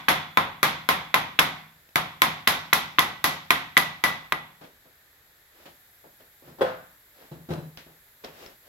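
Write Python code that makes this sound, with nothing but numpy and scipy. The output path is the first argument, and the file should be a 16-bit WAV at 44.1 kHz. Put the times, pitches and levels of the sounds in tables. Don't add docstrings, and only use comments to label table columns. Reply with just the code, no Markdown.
import sys
import numpy as np
from scipy import signal
from scipy.fft import rfft, irfft
from scipy.io import wavfile
from scipy.ndimage import uniform_filter1d

SR = 44100
rng = np.random.default_rng(int(sys.argv[2]) if len(sys.argv) > 2 else 0)


def digitize_waveform(pressure):
    field = np.atleast_2d(pressure).T
    bounded = np.clip(field, -1, 1)
    quanta = np.round(bounded * 32767).astype(np.int16)
    wavfile.write(sys.argv[1], SR, quanta)


N = 382788
TIME = np.arange(32768) / SR
HZ = np.fft.rfftfreq(len(TIME), 1 / SR)


def amp(db):
    return 10 ** (np.asarray(db) / 20)

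def read(points, hz):
    f, *columns = np.transpose(points)
    return np.array([np.interp(np.log(hz + 1), np.log(f + 1), c) for c in columns])

def add(mix, s, sound):
    start = round(s * SR)
    part, sound = mix[:, max(start, 0):], sound[:, max(-start, 0):]
    part[:, :sound.shape[1]] += sound[:, :part.shape[1]]

def unit(x):
    return x / np.sqrt(np.sum(x ** 2) / len(x) / (SR / 50))

def fade(t60):
    return np.exp(-np.log(1000) * TIME / t60)

def causal(gain):
    log_gain = np.log(np.maximum(gain, 1e-5))
    mirrored = np.concatenate([log_gain, log_gain[..., -2:0:-1]], -1)
    return np.exp(np.conj(signal.hilbert(mirrored)))[..., :len(HZ)]

# frequency in Hz, likeness from 0 to 1.
MIC_LIKENESS = [(60, 1), (250, 0.9), (500, 0.77), (850, 0.24), (1500, 0.02), (16000, 0.09)]
def noise(spectrum, size):
    hz = np.fft.rfftfreq(size, 1 / SR)
    left, unrelated = rfft(rng.standard_normal((2, size)))
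    same = read(MIC_LIKENESS, hz)[0]
    right = same * left + np.sqrt(1 - same ** 2) * unrelated
    pair = irfft(np.array([left, right]) * amp(read(spectrum, hz)), size)
    return pair / pair.std()

def burst(spectrum, rise_s, t60):
    return unit(noise(spectrum, len(TIME)) * fade(t60) * (1 - np.exp(-TIME / rise_s)))

def modes(table, scatter_db):
    out = np.zeros((2, len(TIME)))
    for hz, db, t60 in table:
        skew = rng.uniform(-np.pi, np.pi) * (1 - read(MIC_LIKENESS, hz)[0])
        phase = 2 * np.pi * (hz * TIME + rng.random())
        out += amp(db + scatter_db * rng.standard_normal()) * fade(t60) * np.sin([phase, phase + skew])
    return out * (1 - fade(.004))

# frequency in Hz, t60 in seconds.
WORKSHOP_T60 = [(60, 0.79), (160, 0.67), (400, 0.29), (1000, 0.49), (2000, 0.52), (3600, 0.47),
                (6000, 0.45), (11500, 0.25), (16000, 0.29)]
def reverb(spectrum, rise_s):
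    hz, t, bands = signal.stft(noise(spectrum, len(TIME)), SR, nperseg=256)
    decay = np.exp(-np.log(1000) * t / read(WORKSHOP_T60, hz).T)
    tail = signal.istft(bands * decay, SR, nperseg=256)[1]
    return unit(tail[:, :len(TIME)] * (1 - np.exp(-TIME / rise_s)))

def blow_force(bright_db, delay_s, clack_db, soft_hz=4100, hard_hz=3300, pivot_hz=1500, rebound_db=-8):
    contact = causal(1 / np.sqrt(1 + (HZ / soft_hz) ** 14))
    clack = amp(rebound_db) + amp(clack_db) / (1 + (hard_hz / (HZ + 1)) ** 4)
    tilt = causal(amp(bright_db * .5 * np.tanh(2 * np.log((HZ + 1) / pivot_hz))))
    if delay_s < .001:
        return [tilt * causal(np.hypot(abs(contact), clack))]
    delay = np.exp(-2j * np.pi * HZ * round(delay_s * SR) / SR)
    return [tilt * contact, tilt * causal(clack) * delay]

# frequency in Hz, left and right in dB.
CRACK_SPECTRUM = [(63.8, -37, -41), (256, -5.5, -11.5), (648, -20.5, -14), (1130, 3, -12.5),
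                  (1570, -2, -17.5), (2000, -1, 4.5), (2750, -18.5, -8.5), (3690, -14, -2),
                  (5180, -15, -28), (7430, -15.5, -25), (9200, -34.5, -38), (11200, -9.5, -1),
                  (13786, -14.5, -10), (15240, -28, -9.5)]
def crack(spread_s=0.001294, knee_hz=900, blunt_hz=6500):
    lateness = spread_s / np.sqrt(1 + HZ / knee_hz)
    dispersion = np.exp(-2j * np.pi * np.cumsum(lateness - lateness[-1]) * HZ[1])
    blunt = 1 / np.sqrt(1 + (HZ / blunt_hz) ** 4)
    return unit(irfft(causal(amp(read(CRACK_SPECTRUM, HZ)) * blunt) * dispersion))

# frequency in Hz, level in dB, t60 in seconds.
BARREL_MODES = [(158.1, -7.5, 0.72), (269, -12, 0.46), (543, -9, 0.45), (698, -10, .4), (729, -7, 0.58),
                (848, -8, 0.32), (928, -12.5, .45), (1070, -5, 0.34), (1117, -7.5, 0.42), (1380, -2, 0.35),
                (1520, -6, 0.56), (3424, -10.5, 0.74), (3573, -13, .45), (5440, -21, .3)]
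ROD_MODES = [(1982, 0.5, 0.08), (1975, -12, 0.43), (1216, -6.5, 0.16), (355.6, -14, 0.082),
             (2300, -4.5, 0.036), (3617, -8.5, .04)]
# frequency in Hz, level in dB.
ROD_SPECTRUM = [(1500, -37), (1850, -19.5), (1945, 2), (1970, 12), (2020, -13.5), (2120, -13), (2700, -50)]
# time in seconds, gain in dB.
ROD_GAIN = [(2.45, -8), (2.95, 2.5), (3.5, 4.5), (3.78, 10.5), (4.32, 5.5)]
def cylinder_ring(s):
    ping = amp(-20) * modes(ROD_MODES, scatter_db=2)
    linger = amp(-32) * burst(ROD_SPECTRUM, rise_s=0.0043, t60=.4)
    freedom = amp(np.interp(s, *np.transpose(ROD_GAIN)))
    return amp(-31) * modes(BARREL_MODES, scatter_db=2.24) + freedom * (ping + linger)

# start in seconds, force in
# dB, brightness in dB, clack delay in seconds, clack in dB, direct sound in dB, bite in dB.
HAMMER_BLOWS = [(-.18, 1, 0, 0.0025, 0, -3, -5), (0.0835, 2.5, 2, 0.0017, -3, -6.5, 5),
                (0.3725, -1, -1.5, 0.00024, -15, 2, -1.5), (0.6299, 1, 1.5, 0, -0.5, -2.5, -6),
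                (0.889, 0, 1.5, 0, -4, -1, -2), (1.1414, -0.5, 1.5, 0.0017, -6.5, 1, -3.5),
                (1.3896, 1, 2, 0.004, -2, 1.5, 7), (1.9576, -3, 0.8, 0, -6.5, 2, -6),
                (2.219, 0, 2, 0.0008, -1, 1.5, 1), (2.473, 0, 2.5, 0.0021, 2, -1.5, 5),
                (2.7289, -1, 2, 0.0036, 1, 2, -1), (2.9852, -1, 0, .0070, -1, 2.5, 5),
                (3.2419, -3, -1.5, 0, 4.5, -2, -8.5), (3.505, -1.5, 5, 0.0011, -7.5, 2.5, 1),
                (3.7684, -1, 2.5, 0.0075, -2, 3.5, 1), (4.038, -2.5, 0.5, 0.0011, -2.5, -2, -1.5),
                (4.322, -10.5, 0, 0.002, -26, 8, -2)]
# frequency in Hz, level in dB, t60 in seconds.
HEAD_MODES = [(698, -14, 0.067), (1043, 4, 0.12), (1310, -12, 0.057), (1532, -8, 0.07), (2350, -10, 0.029),
              (2390, 1.5, 0.032), (3380, -30, 0.014)]
# frequency in Hz, left and right microphone in dB.
CHATTER_SPECTRUM = [(198, -15.5, -8), (1135, 0, -7.5), (2110, 4.5, 5), (3650, -7, -9.5), (5040, -11, -18),
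                    (10000, -22, -25), (11120, -11.5, -8), (15700, -28, -18)]
CLATTER_SPECTRUM = [(60.0, -25.5, -27.5), (200.0, -8, -16.5), (590, -12, -16), (810, -6.5, -28),
                    (1130, 2.5, 2), (1610, 1.5, -18.5), (2040, -2, -1.5), (2740, -22, -10),
                    (3830, -16, -13), (4940, -10, -21), (10040, -32, -33), (11270, -12.5, -6.5),
                    (12900, -31, -27), (15370, -34, -26)]
ECHO_SPECTRUM = [(38.7, -22, -14.5), (68.6, -15, -15), (185, -5.5, -7), (395, -6, -8.5), (639, -4.5, -4),
                 (754, 2, -1), (1110, 0.5, -0.5), (1780, -11, -7), (1950, -3, -2), (2900, -13, -9.5),
                 (3660, -11, -6.5), (4770, -15.5, -23), (9500, -31, -30.5), (11370, -18, -12.5),
                 (15670, -45.5, -26)]
def hammering(bite_hz=3060, bite_octaves=.22, echo_repeat=.7):
    out = np.zeros((2, N))
    spot_echoes = [reverb(ECHO_SPECTRUM, rise_s) for rise_s in (0.0035, 0.0053)]
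    fade_out = np.clip((.7 - TIME) / .1, 0, 1)
    bite_band = np.exp(-(np.log2((HZ + 1) / bite_hz) / bite_octaves) ** 2)
    for s, force_db, bright_db, delay_s, clack_db, direct_db, bite_db in HAMMER_BLOWS:
        directness = causal(amp(direct_db + bite_db * bite_band))
        impacts = blow_force(bright_db, delay_s, clack_db - force_db)
        for force, spot_echo in zip(impacts, spot_echoes):
            fresh_echo = reverb(ECHO_SPECTRUM, rise_s=0.0033)
            echo = echo_repeat * spot_echo + np.sqrt(1 - echo_repeat ** 2) * fresh_echo
            chatter = amp(-23) * burst(CHATTER_SPECTRUM, rise_s=0.0006, t60=0.018)
            head = amp(-22) * modes(HEAD_MODES, scatter_db=2.8)
            clatter = amp(-21) * burst(CLATTER_SPECTRUM, rise_s=0.00039, t60=0.19)
            near = directness * rfft(amp(-21) * crack() + chatter + head)
            far = rfft(clatter + amp(-19) * echo)
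            add(out, s, amp(force_db) * fade_out * irfft((near + far) * force))
        add(out, s, amp(force_db) * cylinder_ring(s))
    return out

# frequency in Hz, relative level in dB.
AIR_SPECTRUM = [(15, -15), (25, -1), (92, -3), (217, -13.5), (405, -10.5), (840, -10), (1070, -12),
                (1790, -3), (2840, -15), (3620, -9.5), (5880, -15), (7710, -8), (8830, -19.5), (11900, 1.5),
                (16000, -10)]
def room_tone(split_hz=5500, tone_db=-52.5, hiss_db=-61, lift_db=3, lift_at_s=5.5, lift_length_s=0.2):
    air = noise(AIR_SPECTRUM, N)
    tone = signal.sosfiltfilt(signal.butter(2, split_hz, fs=SR, output="sos"), air)
    lift = np.clip((np.arange(N) / SR - lift_at_s) / lift_length_s, 0, 1)
    return tone * amp(tone_db) + (air - tone) * amp(hiss_db + lift_db * lift)

# start in seconds, level in dB.
METAL_CLICKS = [(1.89, -63.5), (7.507, -57.5), (7.537, -49), (7.7732, -48), (8.245, -48), (8.247, -48),
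                (8.462, -51.5)]
# frequency in Hz, level in dB.
CLICK_SPECTRUM = [(400, 10.5), (1500, -6.5), (2400, 2), (3700, 0.5), (5500, -2), (9000, -25.5),
                  (12000, -11), (16000, -14)]
# frequency in Hz, level in dB, t60 in seconds.
PART_MODES = [(2580, -6, 0.065), (3920, -3, .08), (5360, -1, .09)]
def clicks(gain_db=2):
    out = np.zeros((2, N))
    for s, db in METAL_CLICKS:
        tick = burst(CLICK_SPECTRUM, rise_s=0.0001, t60=.014)
        ring = amp(-7) * modes(PART_MODES, scatter_db=3.2)
        echo = amp(-12) * reverb(CLICK_SPECTRUM, rise_s=0.0036)
        add(out, s, amp(db + gain_db) * (tick + ring + echo))
    return out

# frequency in Hz, level in dB.
THUD_SPECTRUM = [(25, -60), (45, -45), (72, -7), (110, -20), (135, -10.5), (158, 3.5), (195, -16),
                 (255, -11), (340, -21), (600, -46.5)]
KNOCK_SPECTRUM = [(40, -41), (100, -24), (230, -10), (340, -6.5), (520, -5), (750, -8.5), (1100, -14.5),
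                  (1600, -18.5), (4000, -63.5)]
TICK_SPECTRUM = [(500, -18.5), (1500, 5.5), (3600, 3), (5500, -5), (9000, -17), (12000, -18), (16000, -48)]
def bump(thud_db, knock_db, tick_db, rise_s, t60):
    parts = ((THUD_SPECTRUM, thud_db), (KNOCK_SPECTRUM, knock_db), (TICK_SPECTRUM, tick_db))
    return sum(amp(db) * (burst(spectrum, rise_s, t60) + amp(-9) * reverb(spectrum, rise_s=0.014))
               for spectrum, db in parts)

# start in seconds, knock in dB, tick in dB.
TOOL_TAPS = [(4.61, -47, -54.5), (4.635, -49.5, -53.5), (4.853, -57, -71), (5.653, -47.5, -49.5),
             (6.038, -50, -68), (6.198, -55, -60), (6.584, -41.5, -55.5), (7.211, -53, -64.5),
             (7.776, -52, -46), (8.237, -39.5, -45)]
def taps(thud_offset_db=-11.5):
    out = np.zeros((2, N))
    for s, knock_db, tick_db in TOOL_TAPS:
        add(out, s, bump(knock_db + thud_offset_db, knock_db, tick_db, rise_s=0.0032, t60=0.25))
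    return out

# start in seconds, length in seconds, peak level in dB.
RUB_STROKES = [(5.491, 0.31, -56.5), (6.42, .15, -56.5), (7.106, 0.28, -55), (8.2, 0.2, -53),
               (8.32, 0.26, -46.5), (8.616, 0.16, -57.5)]
# frequency in Hz, level in dB.
RUB_SPECTRUM = [(50, -11), (200, -9), (550, 0.5), (900, -6.5), (1500, -8), (3000, -11.5), (5000, -15),
                (9000, -26.5), (16000, -21.5)]
def rubbing(fastest_at=0.41):
    t = np.arange(N) / SR
    strokes = sum(amp(db) * np.interp((t - s) / length, [0, fastest_at, 1], [0, 1, 0])
                  for s, length, db in RUB_STROKES)
    return noise(RUB_SPECTRUM, N) * strokes

# start in seconds, thud in dB, shoe knock in dB.
FOOTFALLS = [(6.418, -55.5, -54), (6.473, -48, -48.5), (7.312, -39.5, -44.5), (7.397, -48, -67),
             (7.487, -33, -39), (7.503, -27.5, -32), (7.577, -39.5, -49), (7.861, -57.5, -53.5)]
# frequency in Hz, level in dB, t60 in seconds.
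FLOOR_MODES = [(136.7, -4, 0.47), (158.9, -2.5, 0.5), (256, -8, 0.2), (344, 0, .22), (3990, -22, .35)]
def steps(rise_s=0.0028, floor_db=-3, grit_db=-12):
    out = np.zeros((2, N))
    for s, thud_db, knock_db in FOOTFALLS:
        foot = bump(thud_db + floor_db, knock_db, knock_db + grit_db, rise_s, t60=0.43)
        boom = amp(thud_db + floor_db) * modes(FLOOR_MODES, scatter_db=1.2)
        add(out, s, foot + boom * (1 - np.exp(-TIME / rise_s)))
    return out

# start in seconds, level in dB.
HAMMER_LANDINGS = [(6.609, -1), (6.6155, 2.5), (6.6201, -1.5), (6.6295, -14)]
# frequency in Hz, level in dB, t60 in seconds.
WOOD_MODES = [(172.8, -20, 0.53), (334, -2, 0.076), (388, 5, 0.098), (514, -1.5, 0.33), (554, 0, 0.15),
              (670, -1, 0.069), (772, -2.5, 0.14), (900, -8, 0.2), (1034, -5.5, 0.15), (1416, -15, .25),
              (1990, -14, 0.13), (2665, -13.5, 0.084), (3340, -13, .16), (3550, -10, 0.047)]
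# frequency in Hz, level in dB.
WOOD_SPECTRUM = [(35, -60), (65, -29), (110, -15.5), (250, -15), (400, -4), (650, 1.5), (950, -8.5),
                 (1500, -7.5), (2400, -21.5), (3600, -22), (7000, -39.5), (15000, -38)]
def set_down():
    out = np.zeros((2, N))
    for s, db in HAMMER_LANDINGS:
        knock = amp(-28) * burst(WOOD_SPECTRUM, rise_s=0.00026, t60=0.11)
        ring = amp(-28) * modes(WOOD_MODES, scatter_db=4.2)
        echo = amp(-29) * reverb(WOOD_SPECTRUM, rise_s=0.024)
        add(out, s, amp(db) * (knock + ring + echo))
    return out

def scene(left_lag_samples=11, left_db=1.0):
    aside = clicks() + taps() + rubbing() + steps() + set_down()
    aside[0] = np.roll(aside[0], left_lag_samples) * amp(left_db)
    return hammering() + room_tone() + aside

def record(dry, low_cut_hz=40, high_cut_hz=16100, ceiling=.95):
    dry = signal.sosfilt(signal.butter(2, low_cut_hz, "high", fs=SR, output="sos"), dry)
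    rounded = dry / (1 + (dry / ceiling) ** 6) ** (1 / 6)
    high_cut = signal.firwin(301, high_cut_hz, window=("kaiser", 9), fs=SR)
    return signal.oaconvolve(rounded, high_cut[None], "same")


dry = scene()
out = record(dry)
digitize_waveform(out)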